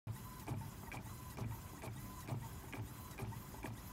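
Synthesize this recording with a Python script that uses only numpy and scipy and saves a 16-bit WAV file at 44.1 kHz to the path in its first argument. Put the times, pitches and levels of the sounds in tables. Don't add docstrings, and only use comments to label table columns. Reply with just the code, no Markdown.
import sys
import numpy as np
from scipy import signal
from scipy.fft import rfft, irfft
from scipy.io import wavfile
from scipy.ndimage import uniform_filter1d

SR = 44100
rng = np.random.default_rng(int(sys.argv[2]) if len(sys.argv) > 2 else 0)


def master_out(mix):
    frames = np.transpose(np.atleast_2d(mix))
    ceiling = np.clip(frames, -1, 1)
    pcm = np.round(ceiling * 32767).astype(np.int16)
    wavfile.write(sys.argv[1], SR, pcm)


def invert_db(x):
    u = np.asarray(x, float) / 20
    return 10 ** u


N = 172872


def rms_one(x):
    return x / np.sqrt(np.mean(x ** 2) + 1e-20)


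def filtered(x, order, edge_hz, kind="low"):
    return signal.sosfilt(signal.butter(order, edge_hz, kind, fs=SR, output="sos"), x)


def colour_db(points, peaks, hz):
    point_hz, point_db = np.transpose(points)
    level_db = np.interp(np.log(hz), np.log(point_hz), point_db, left=-60, right=-60)
    for mid_hz, width_hz, peak_db in peaks:
        level_db = level_db + peak_db / (1 + ((hz - mid_hz) / width_hz * 2) ** 2)
    return level_db


def drift(rate_hz):
    r = np.exp(-80 * np.pi * rate_hz / SR)
    slow = signal.lfilter([1], [1, -2 * r, r * r], rng.standard_normal(N // 40 + 2002))
    slow = rms_one(slow[2000:])
    return np.interp(np.arange(N) / 40, np.arange(len(slow)), slow)


def noise(spectrum, peaks, patchy_db, rate_hz, per_octave=2):
    hz = np.fft.rfftfreq(N, 1 / SR) + 1
    shaped = rfft(rng.standard_normal(N)) * invert_db(colour_db(spectrum, peaks, hz))
    low_hz, high_hz = spectrum[0][0], spectrum[-1][0]
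    place = per_octave * np.log2(hz / low_hz)
    together = drift(13.6)
    out = np.zeros(N)
    for k in range(int(per_octave * np.log2(high_hz / low_hz)) + 2):
        band = irfft(shaped * np.clip(1 - abs(place - k), 0, 1), N)
        out += band * invert_db(patchy_db * (0.18 * together + drift(rate_hz)))
    return rms_one(out)


def ring(drive, hz, t60_s):
    r, w = invert_db(-60 / (t60_s * SR)), 2 * np.pi * hz / SR
    return signal.lfilter([0, np.sin(w)], [1, -2 * r * np.cos(w), r * r], drive + 1e-18)


def struck(contacts, modes, gain_db, soft_hz, scatter_db, chatter_s, lead_s, loose):
    start_s, level_db = np.transpose(contacts)
    bounce = np.arange(3)
    uneven = 1 + loose * rng.uniform(-1, 1, (len(start_s), 3))
    hit_s = (start_s[:, None] - lead_s + chatter_s * bounce * uneven).ravel()
    hit_db = (level_db[:, None] - 2.5 * bounce).ravel()
    at = (hit_s * SR).astype(int)
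    out = 0
    for hz, mode_db, t60_s in modes:
        side = np.where(rng.random(len(at)) < loose, -1, 1)
        clicks = np.zeros(N)
        clicks[at] = side * invert_db(gain_db + hit_db + mode_db + scatter_db * rng.standard_normal(len(at)))
        out = out + ring(clicks, hz, t60_s)
    return filtered(out, 2, soft_hz)


def since_turn():
    turns = [
        .012,
        0.468,
        .918,
        1.371,
        1.821,
        2.276,
        2.726,
        3.179,
        3.631,
    ]
    t = np.arange(N) / SR
    last = np.clip(np.searchsorted(turns, t) - 1, 0, None)
    return t - np.array(turns)[last], last % 2


def carriage_speed(after_s):
    # after_turn_s, share_of_full_speed
    stroke = [(.075, 0.052), (.11, 0.52), (.13, 0.74), (.15, .94), (.168, .985), (.2, 1.01), (.27, 1.003),
              (.39, 1.001), (.42, 0.93), (.452, 0.042)]
    return np.clip(uniform_filter1d(np.interp(after_s, *np.transpose(stroke)), size=300), 0, None)


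def fan_and_room():
    # pitch_hz, level_db
    hum = [(97, -71), (194, -65), (291.5, -70), (388, -76), (587, -82.5)]
    # freq_hz, density_db_per_hz
    air = [(180, -18), (300, -5.5), (469, -8.5), (1010, -6.5), (1230, -11.5), (1990, -14.5), (3610, -21),
           (7010, -28.5), (15800, -33)]
    # freq_hz, density_db_per_hz
    rumble = [(25, -35), (42, -4), (108, -2), (242, -11.5), (263, -14.5), (295, -14.5), (327, -15.5),
              (390, -21.5), (500, -43), (650, -58), (1100, -120)]
    t = np.arange(N) / SR
    out = invert_db(-63) * noise(air, [], patchy_db=2.0, rate_hz=24.5)
    out += invert_db(-53.5) * noise(rumble, [], patchy_db=1.5, rate_hz=11.0)
    for hz, level_db in hum:
        phase = 2 * np.pi * hz * t + 0.72 * drift(2.86)
        out += invert_db(level_db + 3.7 * drift(2.65)) * np.sqrt(2) * np.sin(phase)
    return out


def paper_feed(after_s, from_far):
    # freq_hz, density_db_per_hz
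    hiss = [(260, -15), (450, -4.5), (1180, -0.5), (1480, -19), (2350, -13.5), (3510, -17.5), (11400, -18),
            (15800, -22.5)]
    feed_s, fall_s = 0.04, 0.016
    rollers = invert_db(-53) * np.clip(after_s / 0.013, 0, 1) * np.exp(-np.clip(after_s - feed_s, 0, None) / fall_s)
    snap = invert_db(-53.5) * np.exp(-after_s / 0.0019)
    from_flick_s = after_s - 0.382
    flick = invert_db(-54) * (1 - from_far) * np.clip(from_flick_s / 0.0034, 0, 1) * np.exp(-np.abs(from_flick_s) / 0.014)
    bright = rms_one(filtered(rng.standard_normal(N), 2, [2500, 12000], "band"))
    return rollers * noise(hiss, [], patchy_db=3.5, rate_hz=41.0) + (flick + snap) * bright


def desk_booms():
    # start_s, level_db
    jolts = [(0.068, -43), (0.094, -38), (0.216, -47), (0.514, -35), (0.57, -37), (0.6, -45), (0.657, -42),
             (0.972, -40.5), (0.997, -56), (1.079, -47), (1.111, -44), (1.417, -36), (1.451, -36),
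             (1.498, -41), (1.561, -48), (1.875, -41.5), (1.9, -44.5), (1.968, -44.5), (2.023, -47),
             (2.322, -35), (2.376, -40), (2.418, -40.5), (2.454, -52), (2.778, -41), (2.804, -43),
             (2.916, -47), (3.226, -34.5), (3.281, -41), (3.308, -47), (3.371, -48), (3.682, -43),
             (3.708, -42)]
    # pitch_hz, level_db, t60_s
    modes = [(59, -3.5, 0.28), (98.7, -5, 0.061), (111.6, 3.5, 0.22), (135.2, 2.5, 0.21), (198, -5.5, 0.2)]
    return struck(jolts, modes, gain_db=-11, soft_hz=454, scatter_db=1.9,
                  chatter_s=0.00853, lead_s=0.00607, loose=.06)


def case_knocks():
    # start_s, level_db
    knocks = [(0.07, -54), (0.085, -49), (0.129, -66), (0.158, -70), (0.469, -49), (0.481, -43.5),
              (0.491, -42), (0.506, -49.5), (0.526, -45.5), (0.537, -46), (0.546, -50.5), (0.833, -48.5),
              (0.932, -48), (0.943, -47), (0.963, -51), (0.981, -50.5), (0.993, -51), (1.003, -59),
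              (1.37, -55), (1.387, -41.5), (1.407, -48), (1.42, -48), (1.441, -46), (1.735, -49.5),
              (1.839, -43.5), (1.849, -51), (1.864, -47), (1.879, -45), (1.889, -51), (2.288, -41.5),
              (2.299, -47), (2.31, -46), (2.322, -45), (2.343, -42.5), (2.366, -54), (2.64, -50),
              (2.739, -43), (2.749, -53), (2.767, -50), (2.777, -61), (2.787, -48), (2.799, -49),
              (3.174, -53), (3.19, -47.5), (3.2, -42.5), (3.228, -45.5), (3.246, -48), (3.255, -58),
              (3.268, -52), (3.542, -45.5), (3.643, -41), (3.655, -48), (3.671, -48.5), (3.682, -54),
              (3.705, -47)]
    # pitch_hz, level_db, t60_s
    modes = [(235.5, -8, 0.17), (287.4, -3, 0.075), (388.5, -2.5, 0.059), (519, -13.5, 0.047),
             (640, -6, 0.061), (768, -9, 0.042), (863, -3.5, 0.053), (948, -13, 0.071),
             (1186, -20.5, 0.059), (1322, -12.5, 0.032)]
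    return struck(knocks, modes, gain_db=-4.5, soft_hz=2500, scatter_db=3.5,
                  chatter_s=0.00302, lead_s=0.00197, loose=.45)


def gear_ticks():
    # start_s, level_db
    ticks = [(0.081, -53), (0.47, -57), (0.477, -48), (0.483, -49), (0.492, -56), (0.515, -53),
             (0.542, -55), (0.61, -57), (0.918, -41), (0.928, -44), (0.937, -47), (0.949, -55),
             (0.971, -46.5), (0.988, -55), (1.373, -47), (1.38, -59), (1.388, -70), (1.41, -61),
             (1.42, -58), (1.429, -56), (1.438, -56), (1.444, -56), (1.511, -52), (1.821, -49.5),
             (1.828, -47), (1.836, -55), (1.852, -56), (1.863, -53), (1.878, -49), (2.277, -48.5),
             (2.285, -47), (2.296, -58), (2.321, -56), (2.349, -54.5), (2.424, -55), (2.727, -45),
             (2.736, -39.5), (2.746, -54), (2.753, -49), (2.775, -50), (2.795, -52), (3.18, -47.5),
             (3.19, -45.5), (3.205, -54), (3.221, -53), (3.249, -51), (3.631, -47.5), (3.637, -54),
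             (3.644, -53), (3.658, -39.5), (3.672, -58), (3.681, -55), (3.703, -54.5)]
    # pitch_hz, level_db, t60_s
    modes = [(1636, -6.5, 0.032), (2004, -8, 0.023), (2170, -17.5, 0.012), (2294, -2.5, 0.046),
             (2398, -0.5, 0.03), (2870, -12, 0.018), (3225, -12.5, 0.016)]
    return struck(ticks, modes, gain_db=-4.5, soft_hz=6050, scatter_db=1.3,
                  chatter_s=0.001297, lead_s=0.001207, loose=.45)


def belt(speed, after_s, from_far):
    # after_turn_s, level_db
    load = [
        [(.09, -72), (.14, -71), (.2, -79), (.25, -66), (.33, -60), (.38, -60), (.42, -79), (.45, -70)],
        [(.09, -69), (.145, -76), (.19, -73.5), (.22, -76), (.27, -65), (.33, -75), (.41, -71.5), (.45, -81)],
    ]
    # multiple, outward_db, return_db
    overtones = [(2, -81, -82), (3, -83, -85), (4, -79.5, -85), (10, -75.5, -80), (13, -86, -90)]
    # pitch_hz, width_hz, gain_db
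    peaks = [(1915, 99, 19.5), (3680, 480, 10), (8550, 700, 14)]
    flat = [(1, 0), (SR, 0)]
    teeth_hz = 1005 * speed * (1 + 0.00397 * drift(17.7))
    phase = 2 * np.pi * np.cumsum(teeth_hz) / SR
    outward_db, return_db = [np.interp(after_s, *np.transpose(points)) for points in load]
    load_db = np.where(from_far, return_db, outward_db)
    out = invert_db(load_db + 3.1 * drift(40)) * speed ** 3.1 * np.sin(phase)
    release = np.clip((.43 - after_s) / 0.025, 0, 1)
    for multiple, out_db, back_db in overtones:
        level_db = np.where(from_far, back_db, out_db) + colour_db(flat, peaks, multiple * teeth_hz + 1)
        out += invert_db(level_db + 2.9 * drift(50)) * speed * release * np.sin(multiple * phase)
    return out * np.sqrt(2)


def sled_hiss(speed):
    # freq_hz, density_db_per_hz
    slide = [(260, -66), (450, -25), (816, -16.5), (1020, -5.5), (1820, -20), (1990, -21), (2730, -18),
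             (2940, -26), (15800, -18)]
    # pitch_hz, width_hz, gain_db
    peaks = [(1044, 77, 4), (1556, 89, 8), (3305, 150, 13), (6920, 900, 8.5), (11430, 600, 7),
             (13200, 930, 6)]
    return invert_db(-60.5) * speed ** 1.13 * noise(slide, peaks, patchy_db=3.0, rate_hz=21.4, per_octave=3)


def bearing_squeaks(speed):
    per_s, t60_s, low_hz, high_hz = 2600, .024, 4800, 15300
    catches = rng.random(N) < per_s * speed / SR
    catches = catches * invert_db(2.2 * np.minimum(rng.exponential(1, N), 3))
    dealt = rng.integers(0, 30, N)
    pitches_hz = np.geomspace(low_hz, high_hz, 30) * rng.uniform(0.95, 1.02, 30)
    out = np.zeros(N)
    for k, hz in enumerate(pitches_hz):
        out += ring(ring(catches * (dealt == k), hz, t60_s), hz, t60_s)
    return invert_db(-70) * rms_one(out)


def frame_groan(after_s, from_far):
    # pitch_hz, t60_s, pull_db, brake_db
    modes = [
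        (874, 0.36, -62, -66),
        (912, 0.099, -55, -56),
    ]
    from_pull_s, from_brake_s = after_s - 0.1367, after_s - .415
    pull = np.clip(from_pull_s / 0.0075, 0, 1) * np.exp(-(from_pull_s / 0.058) ** 2)
    brake = np.exp(-(from_brake_s / 0.014) ** 2)
    out = 0
    for end, (hz, t60_s, pull_db, brake_db) in enumerate(modes):
        groan = rms_one(ring(rng.standard_normal(N), hz, t60_s))
        out = out + (from_far == end) * (invert_db(pull_db) * pull + invert_db(brake_db) * brake) * groan
    return out


def scene():
    after_s, from_far = since_turn()
    speed = carriage_speed(after_s)
    hits = filtered(desk_booms() + case_knocks() + gear_ticks(), 2, 55, "high")
    feed = fan_and_room() + paper_feed(after_s, from_far) + hits
    carriage = belt(speed, after_s, from_far) + sled_hiss(speed) + bearing_squeaks(speed) + frame_groan(after_s, from_far)
    mono = feed + carriage
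    return np.stack([mono, mono])


def band_limit(x):
    return signal.sosfilt(signal.butter(12, 16120, fs=SR, output="sos"), x)


def record(dry):
    gate = np.clip((np.arange(N) / SR - 0.07) / 0.00046, 0, 1)
    low_pass = signal.cheby2(20, 50, 16000, fs=SR, output="sos")
    mix = signal.sosfilt(low_pass, dry * gate)
    return band_limit(mix)


dry = scene()
out = record(dry)
master_out(out)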